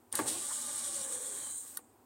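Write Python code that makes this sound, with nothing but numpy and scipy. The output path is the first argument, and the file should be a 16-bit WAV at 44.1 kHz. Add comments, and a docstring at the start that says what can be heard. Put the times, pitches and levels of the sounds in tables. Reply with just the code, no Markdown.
"""A quiet cabin rumble, then a switch clicks and an electric window runs for a second and a half.
One microphone inside a standing car, close to the door. The glass jerks free of its seal with a knock,
and the motor whirs while the wet pane hisses along the rubber. The drive slows under load,
the rubber squeaks faintly, the hiss dies away and a last click rings the latch."""
import sys
import numpy as np
from scipy import signal
from scipy.fft import rfft, irfft
from scipy.io import wavfile

SR = 44100
rng = np.random.default_rng(int(sys.argv[2]) if len(sys.argv) > 2 else 0)


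def waveform_to_disk(signal):
    """Save audio, clipped to [-1, 1], as 16-bit WAV at the path in sys.argv[1]."""
    frames = np.transpose(np.atleast_2d(signal))
    scaled = np.clip(frames, -1, 1) * 32767
    samples = np.round(scaled).astype(np.int16)
    wavfile.write(sys.argv[1], SR, samples)


N = 90404
T = np.arange(N) / SR

# motor speed: t/s, turns per second/Hz
MOTOR_SPEED = [(.13, 59.6), (.22, 95.1), (.3, 101.9), (.39, 114.9), (.48, 120), (.65, 120.9), (.8, 117.9),
               (.92, 114), (1.04, 109.1), (1.13, 101), (1.27, 102.5), (1.5, 97.15), (1.77, 90.3)]
# resonances of the door, which colour motor and gear: f/Hz, level/dB
DOOR_RESPONSE = [(40, -37), (75, -14), (105, -1), (140, -6.5), (168, -24.5), (240, 1), (340, -2),
                 (415, -16), (550, 5), (710, -13), (850, 3.5), (985, -9), (1060, 1), (1200, 2), (1310, -14),
                 (1420, -2), (1830, -3), (2600, -15), (4000, -33)]


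def from_db(db):
    """Decibels to gain."""
    return 10 ** (np.asarray(db) / 20)


def rms_one(x):
    """Scale to unit power."""
    return x / np.sqrt(np.mean(x ** 2) + 1e-20)


def curve(rows):
    """Join (time, value) points by straight lines."""
    return np.interp(T, *np.transpose(rows))


def drift(rate_hz):
    """Smooth random motion of spread 1."""
    hz = np.arange(N // 2 + 1) * SR / N
    return rms_one(irfft(rfft(rng.standard_normal(N)) / (1 + (hz / rate_hz) ** 2), N))


def coloured(points, drive=1, tilt_db=0):
    """Unit-power noise, swelling with the drive, shaped by a (Hz, dB) spectrum and a tilt per octave."""
    octave = np.log2(np.maximum(np.arange(N // 2 + 1) * SR / N, 1))
    hz, db = np.transpose(points)
    below = np.minimum(octave - np.log2(hz[0]), 0)
    gain = from_db(np.interp(octave, np.log2(hz), db) + tilt_db * octave + 20 * below)
    return rms_one(irfft(rfft(rng.standard_normal(N) * drive) * gain, N))


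def narrow(hz, width_hz):
    """A resonance kept ringing at random: a tone of wavering strength and phase."""
    phase = 2 * np.pi * hz * T
    return rms_one(drift(width_hz) * np.sin(phase) + drift(width_hz) * np.cos(phase))


def blow(start, attack, t60):
    """A quick rise and an exponential decay."""
    age = np.maximum(T - start, 0)
    return np.minimum(age / attack, 1) * np.exp(-np.log(1000) * np.maximum(age - attack, 0) / t60)


def arch(start, end):
    """A half-sine swell and fade."""
    return np.sin(np.pi * np.clip((T - start) / (end - start), 0, 1))


def cabin():
    """The quiet, steady rumble all around the microphone."""
    # rumble spectrum: f/Hz, level/dB
    spectrum = [(25, -30), (60, -13.5), (108, -5.5), (140, -13.5), (172, -21), (225, -4.5), (290, -5),
                (440, -9.5), (640, -16), (730, -8.5), (900, -11.5), (1800, -25.5), (3400, -32), (8800, -34),
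                (12000, -27.5)]
    return from_db(-64.5) * coloured(spectrum)


def pane(rotor_angle):
    """Tiny slips of glass on rubber, pulsing with the motor, make a grainy hiss, a rub and a thin top."""
    # hiss on the seal, coarser rub in the guide channels, highest treble: t/s, level/dB
    hiss_level = [(.115, -79), (.135, -49), (.165, -39), (.22, -43.5), (.255, -45), (.28, -32.5),
                  (.335, -41), (.45, -39.5), (.9, -39.5), (1.08, -40.5), (1.58, -41), (1.69, -50.5),
                  (1.765, -55), (1.80, -69), (1.86, -70.5), (1.96, -79.5)]
    rub_level = [(.108, -105), (.121, -50), (.135, -53), (.17, -44), (.24, -55), (.258, -53.5),
                 (.278, -36.5), (.34, -42.5), (.5, -47), (.65, -45), (1.03, -45.5), (1.07, -50),
                 (1.12, -47), (1.46, -49.5), (1.6, -60.5), (1.76, -59.5), (1.83, -110)]
    top_level = [(.11, -105), (.15, -62), (.24, -67), (.28, -48), (.36, -55), (1.2, -59), (1.77, -56),
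                 (1.82, -105)]
    # their spectra: f/Hz, level/dB
    hiss_spectrum = [(4500, -55), (6100, -21), (6600, -9.5), (7600, -5.5), (8300, 0.5), (9000, -1.5),
                     (9500, -7), (10000, -26.5), (10600, -32), (16000, -30.5)]
    rub_spectrum = [(1200, -5), (1800, -11), (2500, -5), (3150, -0.5), (3800, 2.5), (4400, 1), (5000, -1.5),
                    (5700, 2.5), (6200, -1), (8000, -3.5), (9700, 9.5), (10200, 5), (10650, -6.5),
                    (11450, 1.5), (12000, -11.5), (16000, -26)]
    top_spectrum = [(9000, -21), (10500, -7), (12500, 1), (13600, 4), (15600, -1.5)]
    grain_db = .7 * drift(320)
    surge_db = .96 * drift(23)
    slips = from_db(grain_db + surge_db) * (1 + .08 * np.sin(2 * rotor_angle))
    layers = [(hiss_level, hiss_spectrum), (rub_level, rub_spectrum), (top_level, top_spectrum)]
    return sum(from_db(curve(level)) * coloured(spectrum, slips) for level, spectrum in layers)


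def interior(x, count=40, echo_db=-8, t60=.053):
    """Close reflections from glass and trim follow the direct sound and are quickly absorbed."""
    delay_s = rng.uniform(.002, .04, count)
    taps = rng.choice([-1, 1], count) * np.exp(-np.log(1000) * delay_s / t60)
    response = np.bincount((delay_s * SR).astype(int), taps / np.linalg.norm(taps))
    return x + from_db(echo_db) * signal.fftconvolve(x, response)[:N]


def gear():
    """The gear rumbles unevenly inside the door."""
    # gear rumble: t/s, level/dB
    level = [(.115, -85), (.14, -43.5), (.26, -52), (.35, -54.5), (.46, -56), (.8, -55), (1.3, -56),
             (1.46, -55), (1.58, -67), (1.76, -67), (1.84, -105)]
    return from_db(curve(level)) * coloured(DOOR_RESPONSE, drive=from_db(1.6 * drift(39)))


def clicks(attack_s=.0006, tail_t60=.08, latch_s=1.7712):
    """Switch and latch give bright cracks with a high ring and a short tail; the latch rings on."""
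    # clicks: t/s, level/dB, t60/s, relative tail/dB, relative ring/dB, tilt/(dB per octave)
    strikes = [(.1258, -33.5, 0.02, -16, 4, -1.5), (.153, -24.5, .014, -12, -2, 2),
               (1.7692, -42, .03, -20, -8, 1), (1.7721, -26, .008, -19, -10, 5.5)]
    # crack spectrum: f/Hz, level/dB
    spectrum = [(300, -14), (1000, -11), (1450, -17), (2500, -18), (3100, -3.5), (4400, -4.5), (5800, -6.5),
                (7500, -2), (9800, 5), (10700, -1.5), (14000, -6), (16500, -11.5)]
    # modes of the latch at the last click: f/Hz, level/dB, t60/s
    latch_modes = [(1180, -44, 0.03), (1460, -42.5, 0.041), (1850, -48, 0.042), (3860, -51.5, 0.039),
                   (4400, -49, 0.033), (8890, -42, 0.081), (14100, -34, .022)]
    out = np.zeros(N)
    for start, db, t60, tail_db, ring_db, tilt_db in strikes:
        crack = coloured(spectrum, tilt_db=tilt_db) + from_db(ring_db) * narrow(8930, width_hz=270)
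        envelope = blow(start, attack_s, t60) + from_db(tail_db) * blow(start, attack_s, tail_t60)
        out += from_db(db) * crack * envelope
    for hz, db, t60 in latch_modes:
        out += from_db(db) * np.sin(2 * np.pi * hz * (T - latch_s)) * blow(latch_s, .0015, t60)
    return out


def motor(rotor_angle):
    """Unsteady partials of the rotor, loud where they meet a resonance of the door."""
    # motor whir: t/s, level/dB
    level = [(.15, -92), (.27, -62), (.7, -59.5), (.98, -55), (1.14, -65), (1.42, -64.5), (1.58, -68.5),
             (1.85, -100)]
    # partials: multiple of the speed, relative level/dB
    partials = [(2, -3.5), (3, -3.5), (5, -1.5), (7, -7), (10, -1)]
    whir = np.zeros(N)
    for order, db in partials:
        door_db = np.interp(order * curve(MOTOR_SPEED), *np.transpose(DOOR_RESPONSE))
        flutter_db = 5 * drift(22)
        tone = np.sin(order * rotor_angle + 2 * np.pi * rng.random())
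        whir += from_db(db + door_db + flutter_db) * tone
    return from_db(curve(level)) * rms_one(whir)


def judder():
    """The glass sticks and slips as it drags out of the seal, shaking the door in uneven bursts."""
    # shaking of the door: t/s, level/dB
    level = [(.18, -93), (.215, -42.5), (.28, -45), (.38, -54), (.62, -89)]
    # its spectrum: f/Hz, level/dB
    spectrum = [(110, -3.5), (160, -17), (300, 2.5), (480, -6), (780, -5), (1500, -28.5)]
    jerks = from_db(1.5 * drift(32))
    return from_db(curve(level)) * coloured(spectrum, jerks)


def knocks(attack_s=.0035):
    """Each knock of glass or mechanism is a dull clatter that sets the door's modes ringing."""
    # knocks: t/s, level/dB, t60/s, tilt/(dB per octave)
    strikes = [(0.188, -28.5, 0.028, 2.5), (.195, -28.5, .06, .5), (.256, -45, .11, 1),
               (1.054, -53, .06, 3), (1.787, -55, 0.076, 1.5)]
    # clatter spectrum: f/Hz, level/dB
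    spectrum = [(50, -34), (115, -17), (160, -26), (230, -6), (295, 2), (400, -3), (445, -11), (500, -4),
                (720, -6), (880, 0), (985, -17), (1150, -4), (1290, -19), (1500, -11), (2100, -17),
                (3000, -25), (6000, -33)]
    # modes of the door: f/Hz, relative level/dB, t60/s
    door_modes = [(233, -11, 0.32), (302.2, -5.5, .13), (372, -10.5, 0.15), (489, -9, 0.21),
                  (900, -11.5, 0.09), (1140, -6.5, 0.032)]
    mode_hz, mode_db, mode_t60 = np.transpose(door_modes)
    out = np.zeros(N)
    for start, db, t60, tilt_db in strikes:
        out += from_db(db) * coloured(spectrum, tilt_db=tilt_db) * blow(start, attack_s, t60)
        gains = from_db(db + mode_db) * rms_one(from_db(tilt_db * np.log2(mode_hz)))
        for hz, gain, ring_t60 in zip(mode_hz, gains, mode_t60):
            out += gain * np.sin(2 * np.pi * hz * (T - start)) * blow(start, attack_s, ring_t60)
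    return out


def drones(rotor_angle):
    """Under changing load one motor partial after another swells into a shuddering groan of the door."""
    # groans: multiple of the speed, start/s, peak/s, end/s, level/dB, spread/Hz, roughness (0-1)
    groans = [(3, .27, .37, .47, -52, 35, .6), (5, .87, 1.03, 1.09, -59, 25, .35),
              (5, 1.02, 1.15, 1.41, -54.5, 50, .6), (4, 1.15, 1.36, 1.43, -61.5, 16, .4)]
    out = np.zeros(N)
    for order, start, peak, end, db, spread_hz, roughness in groans:
        swell = np.sin(np.pi / 2 * np.interp(T, [start, peak, end], [0, 1, 0]))
        shudder = 1 + roughness * (drift(spread_hz) + 1j * drift(spread_hz))
        out += from_db(db) * swell * rms_one(np.real(shudder * np.exp(1j * order * rotor_angle)))
    return out


def hollowed(x, fade_s=.043):
    """Narrow gliding notches fade in and out, slightly hollowing the treble of the running sound."""
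    # notches: start/s, end/s, first f/Hz, last f/Hz, half-width/Hz, depth (0-1)
    notches = [(0.43, 1.68, 2640, 2674, 83, 0.96), (1.13, 1.62, 2990, 2930, 77, 1),
               (1.01, 1.6, 4450, 5540, 550, 0.55)]
    for start, end, first_hz, last_hz, width_hz, depth in notches:
        centre_hz = curve([(start, first_hz), (end, last_hz)])
        carrier = np.exp(2j * np.pi * np.cumsum(centre_hz) / SR)
        band = signal.sosfiltfilt(signal.butter(1, width_hz, fs=SR, output="sos"), x / carrier)
        fade = np.clip(np.minimum(T - start, end - T) / fade_s, 0, 1)
        x = x - 2 * depth * fade * np.real(band * carrier)
    return x


def scuff():
    """A brief, hollow scrape of the pane in its guide."""
    # the scrape: start/s, end/s, level/dB
    scrape = (.488, .54, -47.5)
    # its spectrum: f/Hz, level/dB
    spectrum = [(700, -9), (1050, 3), (1800, -6.5), (2400, -20), (6000, -50)]
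    start, end, db = scrape
    return from_db(db) * arch(start, end) * coloured(spectrum)


def squeaks():
    """The rubber squeaks faintly: narrow, wavering tones that swell and fade as the pane slows."""
    # squeaks: start/s, end/s, f/Hz, width/Hz, level/dB
    tones = [(1.3, 1.598, 3130, 85, -63), (1.32, 1.667, 4020, 70, -62)]
    return sum(from_db(db) * arch(start, end) * narrow(hz, width_hz)
               for start, end, hz, width_hz, db in tones)


def scene():
    """The running window, its clicks and knocks, and the cabin's rumble, in mono from beside the door."""
    speed_hz = curve(MOTOR_SPEED) * (1 + .016 * drift(40.5))
    rotor_angle = 2 * np.pi * np.cumsum(speed_hz) / SR
    rubbing = interior(pane(rotor_angle))
    drive = motor(rotor_angle) + gear() + drones(rotor_angle)
    running = hollowed(rubbing + drive) + judder() + squeaks() + scuff()
    return (running + clicks() + knocks() + cabin())[None]


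def record(dry, cutoff_hz=15900):
    """The microphone's signal, with the top cut steeply."""
    return signal.sosfilt(signal.ellip(10, .1, 70, cutoff_hz, fs=SR, output="sos"), dry)


dry = scene()
out = record(dry)
waveform_to_disk(out)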